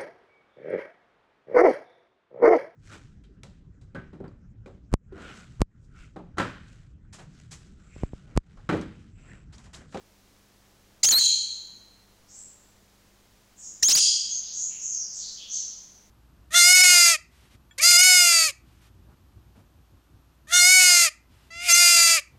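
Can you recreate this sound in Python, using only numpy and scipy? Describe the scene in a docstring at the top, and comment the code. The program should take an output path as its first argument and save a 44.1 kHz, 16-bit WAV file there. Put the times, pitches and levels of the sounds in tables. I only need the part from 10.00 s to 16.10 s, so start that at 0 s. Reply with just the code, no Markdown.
"""Lovebirds in a hard-walled room

One bird screeches twice right beside the microphone, which overloads while its gain control
clamps down and lets the room's ring swell up. Each screech is a run of joined notes, leaping
between a low and a high register and breaking into rasp. Other birds chirp and chatter farther
off, heard as reverberation over faint air noise and mains hum."""
import sys
import numpy as np
from scipy import signal
from scipy.fft import rfft, irfft, next_fast_len
from scipy.io import wavfile
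from scipy.ndimage import uniform_filter1d

SR = 44100
rng = np.random.default_rng(int(sys.argv[2]) if len(sys.argv) > 2 else 0)


def wav_record(signal):
    """Record a signal, one row per channel, as 16-bit PCM in the file named by sys.argv[1]."""
    frames = np.transpose(np.atleast_2d(signal))
    bounded = np.clip(frames, -1, 1)
    # unit amplitude maps onto the largest positive 16-bit level
    quanta = np.round(bounded * 32767).astype(np.int16)
    wavfile.write(sys.argv[1], SR, quanta)


N = 269010
BAND_LIMIT_HZ = 15850

# The throat's resonances, as an EQ on the tone: frequency_hz, gain_db
THROAT_EQ = [(1200, -45.5), (1800, -13), (2100, -14.5), (2350, -18), (2650, -17), (2950, -18.5),
             (3250, -11.5), (3550, -28.5), (4050, -5), (4800, -6.5), (5400, -6.5), (6600, -1), (7150, -1),
             (7900, -32.5), (8550, -17.5), (9800, -16.5), (10600, -46), (12400, -30), (13500, -61.5)]
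# The colour of the rasp: frequency_hz, gain_db
RASP_EQ = [(2300, -47.5), (2620, -15), (3300, -6.5), (4100, -3.5), (4800, -1.5), (6500, -1), (7800, -1),
           (9900, -11.5), (10600, -44)]
# The near bird's phrases, one list a screech, one row a note held until the next:
# start_s, opening_pitch_hz, held_pitch_hz, closing_pitch_hz, effort_db, roughness (0-1)
SCREECH_NOTES = [
    [(1.0300, 1952, 2134, 2359, 2.5, 0.18), (1.037, 2400, 2480, 2599, 5.5, 0.14),
     (1.0445, 3328, 3037, 2204, 3.5, 0.39), (1.049, 3094, 2840, 2573, 1, 0.42),
     (1.056, 2994, 3234, 3300, 6, 0.18), (1.0875, 4260, 4650, 5088, 9, 0.24),
     (1.092, 3294, 3565, 3436, 10, .12), (1.109, 2964, 3330, 3019, 5.5, 0.22),
     (1.1205, 4520, 4138, 3917, 8.5, 0.17), (1.137, 3816, 4000, 4114, 14, 0.08),
     (1.153, 4044, 4250, 4303, 9.5, .07), (1.174, 4240, 4400, 3950, 5, 0.13)],
    [(3.8245, 1689, 1792, 2134, -2.5, 0.06), (3.832, 2205, 3222, 3286, 5.5, 0.14),
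     (3.868, 3259, 3380, 3882, 10.5, 0.13), (3.886, 5150, 5185, 4968, 13.5, .15),
     (3.897, 3503, 2653, 2616, -5, 0.47), (3.924, 2605, 3300, 3535, 6, 0.16),
     (3.9505, 4672, 4780, 4872, 15, 0.2), (3.962, 3380, 2714, 2793, -0.5, 0.22),
     (3.974, 2814, 2702, 2600, -1, 0.44)],
]
# Where each screech stops: end_s
SCREECH_ENDS_S = [1.201, 3.998]


def screech(notes, end_s):
    """The syrinx's harmonics ring through the throat; rough cycles lose their timing and turn to rasp."""
    t, pitch_hz, effort_db, roughness = screech_gesture(notes, end_s)
    jitter = 0.008 * wobble(len(t), rate_hz=300) + 0.12 * roughness * wobble(len(t), rate_hz=900)
    cycles = np.cumsum(pitch_hz * (1 + jitter)) / SR
    harmonics = sum(np.cos(2 * np.pi * k * cycles) * (k * pitch_hz < BAND_LIMIT_HZ) for k in range(1, 8))
    tone = coloured(harmonics, THROAT_EQ)
    rasp = coloured(rng.standard_normal(SR), RASP_EQ)[:len(t)]
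    voice = np.sqrt(2 * (1 - roughness ** 2)) * tone + 5.4 * roughness ** 1.5 * rasp
    return t[0], gain_of(effort_db) * voice


def screech_gesture(notes, end_s):
    """The bird's phrasing: each note slides onto its pitch, holds it and flicks off into the next."""
    settle_s, flick_s, flutter_hz = 0.0055, 0.0028, 230.8
    onset_db, attack_s, release_db, release_s = -41.5, 0.0036, -14.5, 0.022
    start_s, opening_hz, held_hz, closing_hz, note_db, note_roughness = np.transpose(notes)
    t = np.arange(start_s[0], end_s, 1 / SR)
    note = np.searchsorted(start_s, t, "right") - 1
    since_s = t - start_s[note]
    until_s = np.append(start_s[1:], end_s)[note] - t
    slide_hz = (opening_hz - held_hz)[note] * np.exp(-since_s / settle_s)
    flick_hz = (closing_hz - held_hz)[note] * np.exp(-until_s / flick_s)
    roughness = np.clip(uniform_filter1d(note_roughness[note], size=90), 0, 1)
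    flutter = 1 + 0.091 * roughness * np.sin(2 * np.pi * flutter_hz * t)
    pitch_hz = (held_hz[note] + slide_hz + flick_hz) * flutter
    swell_db = onset_db * np.exp((t[0] - t) / attack_s)
    sink_db = release_db * np.maximum(1 - (end_s - t) / release_s, 0)
    waver_db = -0.5 * wobble(len(t), rate_hz=93)
    effort_db = uniform_filter1d(note_db[note], size=180) + swell_db + sink_db + waver_db
    return t, pitch_hz, effort_db, roughness


# The far birds' chatter, one row a chirp: start_s, length_s, level_db (ahead of the reverb send),
# top_pitch_hz, droop (share of the pitch lost at both ends), roughness (0-1)
FAR_CHIRPS = [ (2.254, 0.088, -45.5, 3356, .24, 0.62), (2.301, 0.12, -41, 3820, .057, .22),
              (3.549, .061, -40, 3680, 0.089, 0.39), (3.593, 0.08, -36, 3432, .047, 0.21),
              (3.598, .044, -45, 2870, 0.21, 0.29), (4.265, 0.07, -23, 3293, 0.095, .21),
              (4.397, 0.1, -39, 2435, 0.19, 0.78), (4.494, .09, -26.5, 3358, 0.13, 0.35),
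              (4.568, 0.057, -24, 3394, .071, 0.25), (4.672, 0.059, -48.5, 1353, .15, 0.63),
              (4.77, .11, -26, 3400, .2, 0.32), (4.878, 0.055, -24, 3247, 0.13, .14),
              (4.907, 0.12, -32, 2930, .24, 0.21), (5.081, .12, -31.5, 3437, .38, .45),
              (5.151, .14, -37.5, 2300, 0.23, .45), (5.186, .14, -39.5, 2950, 0.18, 0.63),
              (5.355, 0.056, -38, 1724, 0.15, 0.31), (5.461, .11, -25, 3195, 0.095, 0.31),
              (5.491, 0.073, -38, 2353, .2, 0.64), (5.565, 0.085, -37, 3080, 0.2, 0.18)]


def chirp(length_s, level_db, top_pitch_hz, droop, roughness):
    """A short arch of pitch that swells and fades, carried by the second harmonic, frayed by jitter."""
    arch = np.linspace(-1, 1, round(length_s * SR))
    jitter = 0.1706 * roughness * wobble(len(arch), rate_hz=682)
    pitch_hz = top_pitch_hz * (1 - droop * arch ** 2) * (1 + jitter)
    phase = 2 * np.pi * np.cumsum(pitch_hz) / SR
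    tone = np.sin(2 * phase) + gain_of(-40.5) * np.sin(phase)
    shimmer = 1 + 0.83 * roughness * wobble(len(arch), rate_hz=570)  # uneven cycles widen the band
    swell = np.cos(np.pi * arch / 2)
    return gain_of(level_db) * unit_rms(tone * shimmer * swell)


# How long the hard walls ring, to 60 dB down: frequency_hz, decay_s
ROOM_DECAY = [(500, 0.27), (3000, 0.95), (4150, 0.93), (5200, 0.88), (6500, 0.82), (8500, 0.65),
              (10000, 0.35), (14000, 0.62)]


def room_reverb(x, build_s):
    """Dense reflections of random sign build up, then each band dies at its own speed."""
    size, reflections_per_s = 3 * SR // 2, 6000
    reflections = rng.choice([-1., 1.], size) * (rng.random(size) < reflections_per_s / SR)
    hz, t, bands = signal.stft(reflections, SR, nperseg=256)
    decay = gain_of(-60 * t / curve_at(ROOM_DECAY, hz)[:, None])
    build = 1 - np.exp(-t / build_s)
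    tail = signal.istft(bands * decay * build, SR, nperseg=256)[1]
    return signal.fftconvolve(x, tail / np.linalg.norm(tail))[:N]


# The partials of the mains hum: pitch_hz, level_db
HUM_PARTIALS = [(50, -69.5), (100, -72), (200, -71.5)]
# The colour of the air noise: frequency_hz, gain_db
AIR_EQ = [(25, -2.5), (60, -7), (150, -7.5), (300, -8.5), (600, -12), (1000, -14.5), (2500, -18.5),
          (6500, -19), (9000, -25), (15500, -26.5)]


def room_tone():
    """A steady bed of mains hum and soft air noise."""
    t = np.arange(N) / SR
    hum = sum(gain_of(level_db) * np.sqrt(2) * np.sin(2 * np.pi * (pitch_hz * t + rng.random()))
              for pitch_hz, level_db in HUM_PARTIALS)
    air = gain_of(-61) * unit_rms(coloured(rng.standard_normal(N), AIR_EQ))
    return hum + air


def gain_of(db):
    """Decibels to an amplitude factor."""
    return 10 ** (np.asarray(db) / 20)


def unit_rms(x):
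    """Scales to rms 1."""
    return x / np.sqrt(np.mean(x ** 2) + 1e-20)


def curve_at(points, hz):
    """Reads a table on a log-frequency axis."""
    points_hz, values = np.transpose(points)
    return np.interp(np.log(hz + 1), np.log(points_hz + 1), values)


def coloured(x, eq):
    """Filters by an EQ table of frequency_hz, gain_db."""
    size = next_fast_len(len(x) + 512)
    gain = gain_of(curve_at(eq, np.fft.rfftfreq(size, 1 / SR)))
    return irfft(rfft(x, size) * gain, size)[:len(x)]


def wobble(size, rate_hz):
    """Smooth random modulation of rms about 1, rolled off above the rate."""
    hz = np.fft.rfftfreq(SR, 1 / SR)
    spectrum = rfft(rng.standard_normal(SR)) / (1 + (hz / rate_hz) ** 4)
    return unit_rms(irfft(spectrum, SR))[:size]


def add(mix, start_s, sound):
    """Mixes a sound in at its start time."""
    part = mix[round(start_s * SR):][:len(sound)]
    part += sound[:len(part)]


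def scene():
    """The near bird is mostly direct sound; the far ones arrive only by way of the walls."""
    near, far = np.zeros(N), np.zeros(N)
    for notes, end_s in zip(SCREECH_NOTES, SCREECH_ENDS_S):
        add(near, *screech(notes, end_s))
    for start_s, *shape in FAR_CHIRPS:
        add(far, start_s, chirp(*shape))
    near_ring = gain_of(-18) * room_reverb(near, build_s=0.010)
    far_ring = gain_of(-6) * room_reverb(far, build_s=0.021)
    return (near + near_ring + far_ring + room_tone())[None]


def overload(x, ceiling_db, bias):
    """The microphone stage saturates, a little lopsidedly; the offset that this builds up drains away."""
    ceiling = gain_of(ceiling_db)
    driven = signal.resample_poly(x, 3, 1) / ceiling + bias  # oversampled against aliasing
    saturated = driven / (1 + driven ** 4) ** (1 / 4) - bias
    clipped = ceiling * signal.resample_poly(saturated, 1, 3)
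    offset = signal.sosfiltfilt(signal.butter(2, 70, fs=SR, output="sos"), clipped - x)
    return clipped - offset


def gain_control(x, limit_db, recovery_db_per_s, attack_s):
    """Ducks the level to the limit: part of the cut comes at once, the rest within milliseconds."""
    power_db = 10 * np.log10(abs(uniform_filter1d(x ** 2, size=200)) + 1e-12)
    recovery_db = np.arange(N) * recovery_db_per_s / SR
    held_db = np.maximum.accumulate(power_db + recovery_db) - recovery_db
    over_db = np.maximum(held_db - limit_db, 0)
    pole = np.exp(-1 / (attack_s * SR))
    lag_db = over_db - signal.lfilter([1 - pole], [1, -pole], over_db)
    return x * gain_of(0.55 * lag_db - over_db)


def record(dry):
    """The microphone chain: overload, gain control and a steep high cut."""
    x = overload(dry[0], ceiling_db=-6, bias=0.02)
    x = gain_control(x, limit_db=-17.5, recovery_db_per_s=226.5, attack_s=0.0061)
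    high_cut = signal.firwin(511, BAND_LIMIT_HZ, window=("kaiser", 9), fs=SR)
    return signal.oaconvolve(x, high_cut, "same")[None]


dry = scene()
out = record(dry)
wav_record(out)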